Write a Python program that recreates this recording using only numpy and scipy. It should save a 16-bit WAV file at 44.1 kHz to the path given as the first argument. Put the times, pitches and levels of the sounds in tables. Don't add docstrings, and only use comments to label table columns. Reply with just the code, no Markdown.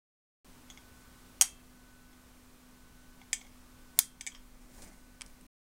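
import sys
import numpy as np
from scipy import signal
from scipy.fft import rfft, irfft
from scipy.io import wavfile
from scipy.ndimage import uniform_filter1d

SR = 44100
rng = np.random.default_rng(int(sys.argv[2]) if len(sys.argv) > 2 else 0)


def generate_wav(signal):
    frames = np.transpose(np.atleast_2d(signal))
    scaled = np.clip(frames, -1, 1) * 32767
    pcm = np.round(scaled).astype(np.int16)
    wavfile.write(sys.argv[1], SR, pcm)


def boost(x):
    u = np.asarray(x, float) / 20
    return 10 ** u


N = 249606


def shaped(x, shape):
    hz, db = np.transpose(shape)
    f = np.arange(len(x) // 2 + 1) * SR / len(x)
    curve_db = np.interp(np.log(f + 1), np.log(hz), db)
    return irfft(rfft(x) * boost(curve_db), len(x))


def unit(x):
    return x / np.sqrt(np.sum(x ** 2))


def below(x, top_hz):
    return signal.sosfilt(signal.ellip(8, .2, 70, top_hz, fs=SR, output="sos"), x)


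def noise(shape):
    x = shaped(rng.standard_normal(N), shape)
    return x / x.std()


def walk(rate_hz):
    k = int(SR / rate_hz)
    x = uniform_filter1d(uniform_filter1d(rng.standard_normal(N), k), k)
    return x / x.std()


def swells(table):
    t = np.arange(N) / SR
    power = np.zeros(N)
    for s, db, rise, fall in table:
        drop_db = np.where(t < s, rise * (s - t), fall * (t - s))
        power += boost(db - drop_db) ** 2
    return 10 * np.log10(power + 1e-14)


def rings(t, hz, t60, gain):
    fades = np.exp(-np.log(1000) * np.outer(1 / t60, t))
    return gain @ (fades * np.sin(2 * np.pi * np.outer(hz, t)))


def chatter(rattle_s):
    n = np.arange(512)
    fade = np.exp(-n / SR / rattle_s) * np.minimum(n / 6, 1)
    limit = fade / np.sqrt(np.sum(fade ** 2)) * 2
    x = rng.standard_normal(512) * fade
    for _ in range(6):
        tones = rfft(unit(x))
        x = np.clip(irfft(tones / np.abs(tones)), -limit, limit)
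    return unit(x)


# (pitch [Hz], level [dB])
WALL_COLOUR = [(500, -5), (2000, -1), (8000, -3.5), (11000, -2), (14000, -11.5), (15800, -12),
               (16200, -43.5)]
SPOT_DB = 2


def echoes(t, hz, width, gain, crack_db, near_db, room_db, room_t60):
    f = np.arange(len(t) // 2 + 1) * SR / len(t)
    off_peak = (f - hz[:, None]) / (0.56 * width[:, None])
    spread = gain ** 2 @ (1 / width[:, None] / (1 + off_peak ** 2))
    spread = np.sqrt(spread / spread.mean() + boost(crack_db) ** 2)
    scatter = rng.standard_normal(len(t)) * boost(near_db) * np.exp(-t / 0.006)
    walls = shaped(rng.standard_normal(len(t)), WALL_COLOUR)
    walls *= boost(room_db) * np.exp(-np.log(1000) * t / room_t60)
    onset = 1 - np.exp(-t / 0.0011)
    return irfft(rfft(scatter + walls) * spread, len(t)) * onset * (t < .45)


def balanced(sound, bands_db, band_hz):
    power = np.abs(rfft(sound[:384])) ** 2
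    f = np.arange(len(power)) * SR / 384
    have_db = [10 * np.log10(power[abs(np.log(f + 1) - np.log(c)) < .2].sum()) for c in band_hz]
    colour = sorted(zip(band_hz, np.array(bands_db) - have_db + 42))
    lowest_db, highest_db = colour[0][1], colour[-1][1]
    colour = [(420., lowest_db - 22)] + colour + [(15500., highest_db), (17000., highest_db - 20)]
    padded = shaped(np.r_[np.zeros(512), sound], colour)
    return padded * np.clip(np.arange(len(padded)) / 16 - 30.5, 0, 1)


def click(bands_db, band_hz, body, shade_modes, rattle_s, crack_db, shade_db, near_db, room_db, room_t60):
    t = np.arange(SR // 2) / SR
    hz, width, db = np.transpose(body)
    gain = boost(db + SPOT_DB * rng.standard_normal(len(hz))) * np.sqrt(width)
    signs = (-1) ** np.arange(len(hz))
    housing = unit(rings(t, hz, 2.55 / width, gain * signs)) + boost(crack_db) * (t == 0)
    direct = signal.fftconvolve(chatter(rattle_s), housing)[:len(t)]
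    echo = echoes(t, hz, width, gain, crack_db, near_db, room_db, room_t60)
    shade_hz, db, t60 = np.transpose(shade_modes)
    shade_gain = boost(db + shade_db + SPOT_DB * rng.standard_normal(len(shade_hz)))
    shade = rings(t, shade_hz, t60, shade_gain) * (1 - np.exp(-t / 0.0024))
    return balanced(direct + echo + shade, bands_db, band_hz)


def clicks(table, body, shade_modes, tone, **how):
    out = np.zeros(N + SR)
    hz, tone_db = np.transpose(tone)
    octaves = np.log2(hz / 4000)
    for s, db, hard, spot_db in table:
        bands_db = db + tone_db + hard * octaves + spot_db * (-1) ** np.arange(len(hz))
        sound = click(bands_db, hz, body, shade_modes, **how)
        at = int(s * SR) - 512
        out[at:at + len(sound)] += sound
    return out[:N]


# (pitch [Hz], level [dB], t60 [s])
SHADE_MODES = [(2245, -15, 0.13), (3160, -18.5, 0.15), (3300, -16, 0.15), (3640, -14.5, 0.12),
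               (4950, -7, 0.12), (5740, -12.5, 0.22), (6500, -8.5, .13), (7050, -12.5, 0.15),
               (8030, -10.5, .15)]
SWITCH_ON_BLOWS = [
    (1.4112, -12, 0.1, 0.1),
    (1.4200, -18.5, 0.1, 0.1),
]
SWITCH_ON_BODY = [(754, 64, -19), (2200, 450, -4.5), (3207, 220, -0.5), (4450, 600, -8), (5770, 130, 0.6),
                  (6540, 200, 0), (7600, 230, -9.5), (8230, 300, -7), (9250, 550, -5.5), (10300, 780, -31),
                  (12290, 130, -12), (13900, 800, -18)]
SWITCH_ON_TONE = [(900, -19.5), (2100, -15), (3200, -11), (5800, 0.5), (8800, -0.4), (12500, -8),
                  (15400, -14)]


def switch_on():
    return clicks(SWITCH_ON_BLOWS, SWITCH_ON_BODY, SHADE_MODES, SWITCH_ON_TONE, rattle_s=0.0015,
                  crack_db=-10.0, shade_db=-45, near_db=-26, room_db=-36, room_t60=.2)


SWITCH_OFF_BLOWS = [
    (3.9896, -12, -0.16, 0.3),
]
SWITCH_OFF_BODY = [(783, 67, -24), (2100, 300, -15.5), (3510, 270, -5), (4014, 250, -9), (5120, 820, -10.5),
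                   (6200, 360, -10), (6970, 700, -4.5), (9040, 1700, 5), (10210, 320, -33.5),
                   (11300, 940, -12.5), (12340, 220, -10.5), (14820, 260, 0.5), (14390, 440, -6.5)]
SWITCH_OFF_TONE = [(900, -27), (2200, -15), (2800, -20), (3800, -7.5), (5800, -5.5), (8800, 0), (13000, -1)]


def switch_off():
    return clicks(SWITCH_OFF_BLOWS, SWITCH_OFF_BODY, SHADE_MODES, SWITCH_OFF_TONE, rattle_s=0.00069,
                  crack_db=-5.5, shade_db=-48.0, near_db=-31.5, room_db=-39.5, room_t60=.19)


# (pitch [Hz], t60 [s])
RIM_MODES = [(2632, .6), (2657, .6), (3206, .38), (3468, .36)]
# (time [s], then level of each long ring [dB])
RIM_BLOWS = [
    (1.412, -57, -58.5, -45, -54),
    (3.99, -68, -69, -51, -55.5),
]


def rim():
    t = np.arange(N) / SR
    hz, t60 = np.transpose(RIM_MODES)
    return sum(rings(np.maximum(t - s, 0), hz, t60, boost(dbs)) for s, *dbs in RIM_BLOWS)


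# (pitch [Hz], level [dB], t60 [s])
SHADE_BELL = [(3206, -16, .38), (3468, -21, .36)]
KNOB_BLOWS = [
    (3.3301, -20.5, 0.46, 0.5),
    (4.2093, -34, -0.4, 2.5),
    (4.2653, -31.5, -0.39, 2.5),
    (4.2724, -32.5, -1.1, -2.5),
]
KNOB_MODES = [(797, 85, -5), (1800, 87, -5), (2256, 146, -2), (3280, 250, -8.5), (3620, 130, -9.5),
              (4946, 170, -4.5), (6260, 250, 1.5), (7100, 330, 1.5), (7940, 260, 1), (8600, 150, -4),
              (9400, 100, -8.5), (10000, 167, -13), (12840, 200, -43), (15300, 500, -27)]
KNOB_COLOUR = [(800, -26.5), (2200, -4), (3500, -11), (7000, -0.5), (12500, -22)]


def knob():
    return clicks(KNOB_BLOWS, KNOB_MODES, SHADE_MODES + SHADE_BELL, KNOB_COLOUR, rattle_s=0.00097,
                  crack_db=-25, shade_db=-39, near_db=-23, room_db=-33.5, room_t60=0.19)


JOINT_BLOWS = [(4.7824, -61, -9, 8), (4.8212, -55, 3, 2), (4.876, -65, -2.2, -1), (5.21, -41.5, -4, 0.5),
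               (5.2179, -38, -0.7, 1), (5.263, -56.5, 3, 3), (5.4114, -67, 5.5, -2)]
JOINT_MODES = [(1420, 220, -27), (2300, 310, -9.5), (3210, 220, -7.5), (5160, 1400, -1.5), (8050, 710, 6),
               (9500, 730, 11.5), (12300, 170, -29), (13100, 500, -27)]
JOINT_COLOUR = [(900, -20.5), (2600, -4), (5800, -2.5), (8800, 2.5), (13000, -22)]


def joint_ticks():
    return clicks(JOINT_BLOWS, JOINT_MODES, SHADE_MODES, JOINT_COLOUR, rattle_s=.0003,
                  crack_db=-12.0, shade_db=-62, near_db=-38, room_db=-44, room_t60=.15)


# (peak time [s], rasp level [dB], build-up [dB per s], fade [dB per s])
JOINT_SLIPS = [
    (3.987, -56.5, 701, 2999.5),
    (4.62, -73, 400, 250),
    (4.8, -63, 78.5, 56),
    (4.824, -56, 1500, 150),
    (5.262, -66, 900, 240),
    (5.42, -75, 97, 300),
]
# (pitch [Hz], level [dB per Hz])
RASP_COLOUR = [(2500, -12.5), (4500, 0), (6500, 4.5), (9500, 5.5), (11000, -9), (14000, -42)]
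THRUM_COLOUR = [(60, -6), (200, 6.5), (450, -2.5), (800, -2.5), (1300, -13.5), (2200, -5.5), (3200, -23.5)]


def rubbing():
    rasp_db = swells(JOINT_SLIPS)
    thrum_db = -58.5 + 0.45 * (rasp_db + 58.5)
    rasp = noise(RASP_COLOUR) * boost(rasp_db + 2.5 * walk(120))
    return rasp + noise(THRUM_COLOUR) * boost(thrum_db + 2.4 * walk(50))


TOUCH_BLOWS = [(0.7008, -46, 4, 3.5), (0.7741, -49.5, 0.3, -2.5), (2.1294, -62.5, 1, 2),
               (3.2146, -55.5, -4, -1.5), (3.4124, -50.5, 0, -2), (3.4494, -61.5, -4, -1),
               (3.467, -57, 5, -4)]
TOUCH_MODES = [(787, 120, -10), (2153, 110, -1.5), (3380, 150, 3), (5000, 470, -12), (5600, 400, -7.5),
               (6420, 250, 0.5), (7360, 680, -19)]
TOUCH_COLOUR = [(800, -4.5), (2200, 0), (3350, 0), (5200, -5.5), (6600, -4)]


def touches():
    return clicks(TOUCH_BLOWS, TOUCH_MODES, SHADE_MODES + SHADE_BELL, TOUCH_COLOUR, rattle_s=0.0012,
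                  crack_db=-18, shade_db=-33.5, near_db=-26.5, room_db=-30.5, room_t60=0.18)


TAP_BLOWS = [
    (4.319, -56, 0.1, 5),
    (4.3485, -47.5, 0.1, 0.1),
    (4.357, -54.5, 0.1, 0.1),
]
TAP_MODES = [(1100, 250, -8), (1800, 150, -8), (2160, 200, -8), (3200, 170, -4), (4800, 200, -13),
             (5440, 200, -1), (6400, 500, -12)]
TAP_COLOUR = [(1100, -7.5), (2100, -6), (3200, 0), (5500, -4.5), (6600, -7)]


def taps():
    return clicks(TAP_BLOWS, TAP_MODES, SHADE_MODES + SHADE_BELL, TAP_COLOUR, rattle_s=0.0009,
                  crack_db=-21, shade_db=-30, near_db=-23, room_db=-29, room_t60=0.21)


# (peak time [s], rumble [dB], build-up [dB per s], fade [dB per s])
GRIP_SHIFTS = [(0.55, -61, 36, 17), (3.39, -63.5, 40, 45), (3.85, -62, 33, 45), (4.48, -54, 42, 80.5),
               (4.78, -50.5, 64.5, 63), (5.3, -53, 66, 50)]


def hand_rumble():
    grip_db = swells(GRIP_SHIFTS)
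    level = np.hypot(boost(-61.5), boost(grip_db))
    rumble = noise([(2, -22), (8, 0.5), (22, -4.5), (31, 2.0), (42, -7.5), (80, -49.5)]) * level
    thump_db = -60 + 1.6 * (grip_db + 50) + 3.0 * walk(25)
    return rumble + noise([(30, -20), (50, 0), (100, -3), (180, -25)]) * boost(thump_db)


# (time [s], step [dB])
GAIN_STEPS = [
    (1.42, -2),
    (4.0, -2.5),
]


def gain_control_db():
    t = np.arange(N) / SR
    recover_s = 8.7
    return sum(db * (t > s) * np.exp((s - t) / recover_s) for s, db in GAIN_STEPS)


# (pitch [Hz], level [dB per Hz])
HISS_COLOUR = [(26, -34.5), (45, 1.5), (149, -9.5), (182, -7), (215, -10), (250, -10.5), (327, -12.5),
               (750, -18), (1150, -15), (1500, -19.5), (4000, -24.5), (9800, -25.5), (10600, -28),
               (15600, -28.5)]


def preamp_hiss(gain_db):
    return noise(HISS_COLOUR) * boost(-58 + gain_db + 0.23 * walk(5.6))


# (pitch [Hz], rms level [dB])
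HUM_LINES = [(177.6, -80), (250, -64.5), (300, -80), (4091, -88), (5879, -90), (8010, -93.5), (8672, -86),
             (9539, -94), (11466, -87)]


def hum():
    t = np.arange(N) / SR
    out = np.zeros(N)
    for hz, db in HUM_LINES:
        level = np.sqrt(2) * boost(db + 1.1 * walk(11))
        out += level * np.sin(2 * np.pi * hz * t + 0.26 * walk(6))
    return out


def whine(gain_db):
    t = np.arange(N) / SR
    beat_hz, loudest_s, partner_db = .975, .97, -3
    pair = 1 + boost(partner_db) * np.exp(2j * np.pi * beat_hz * (t - loudest_s))
    tone = (pair * np.exp(2j * np.pi * 1500 * t)).imag
    return boost(-70 + gain_db + 0.88 * walk(4)) * tone


def background():
    gain_db = gain_control_db()
    return preamp_hiss(gain_db) + hand_rumble() + hum() + whine(gain_db)


def scene():
    lamp = switch_on() + switch_off() + rim() + knob() + joint_ticks() + touches() + taps()
    return (lamp + below(rubbing() + background(), 15700))[None]


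def low_pass(x):
    return signal.sosfilt(signal.butter(12, 17070, fs=SR, output="sos"), x)


def record(dry):
    t = np.arange(N) / SR
    start_s, stop_s = 0.4457, 5.467
    rounded = np.tanh(1.15 * dry) / 1.15
    mix = below(rounded, 16500) * ((t > start_s) & (t < stop_s))
    return low_pass(mix)


dry = scene()
out = record(dry)
generate_wav(out)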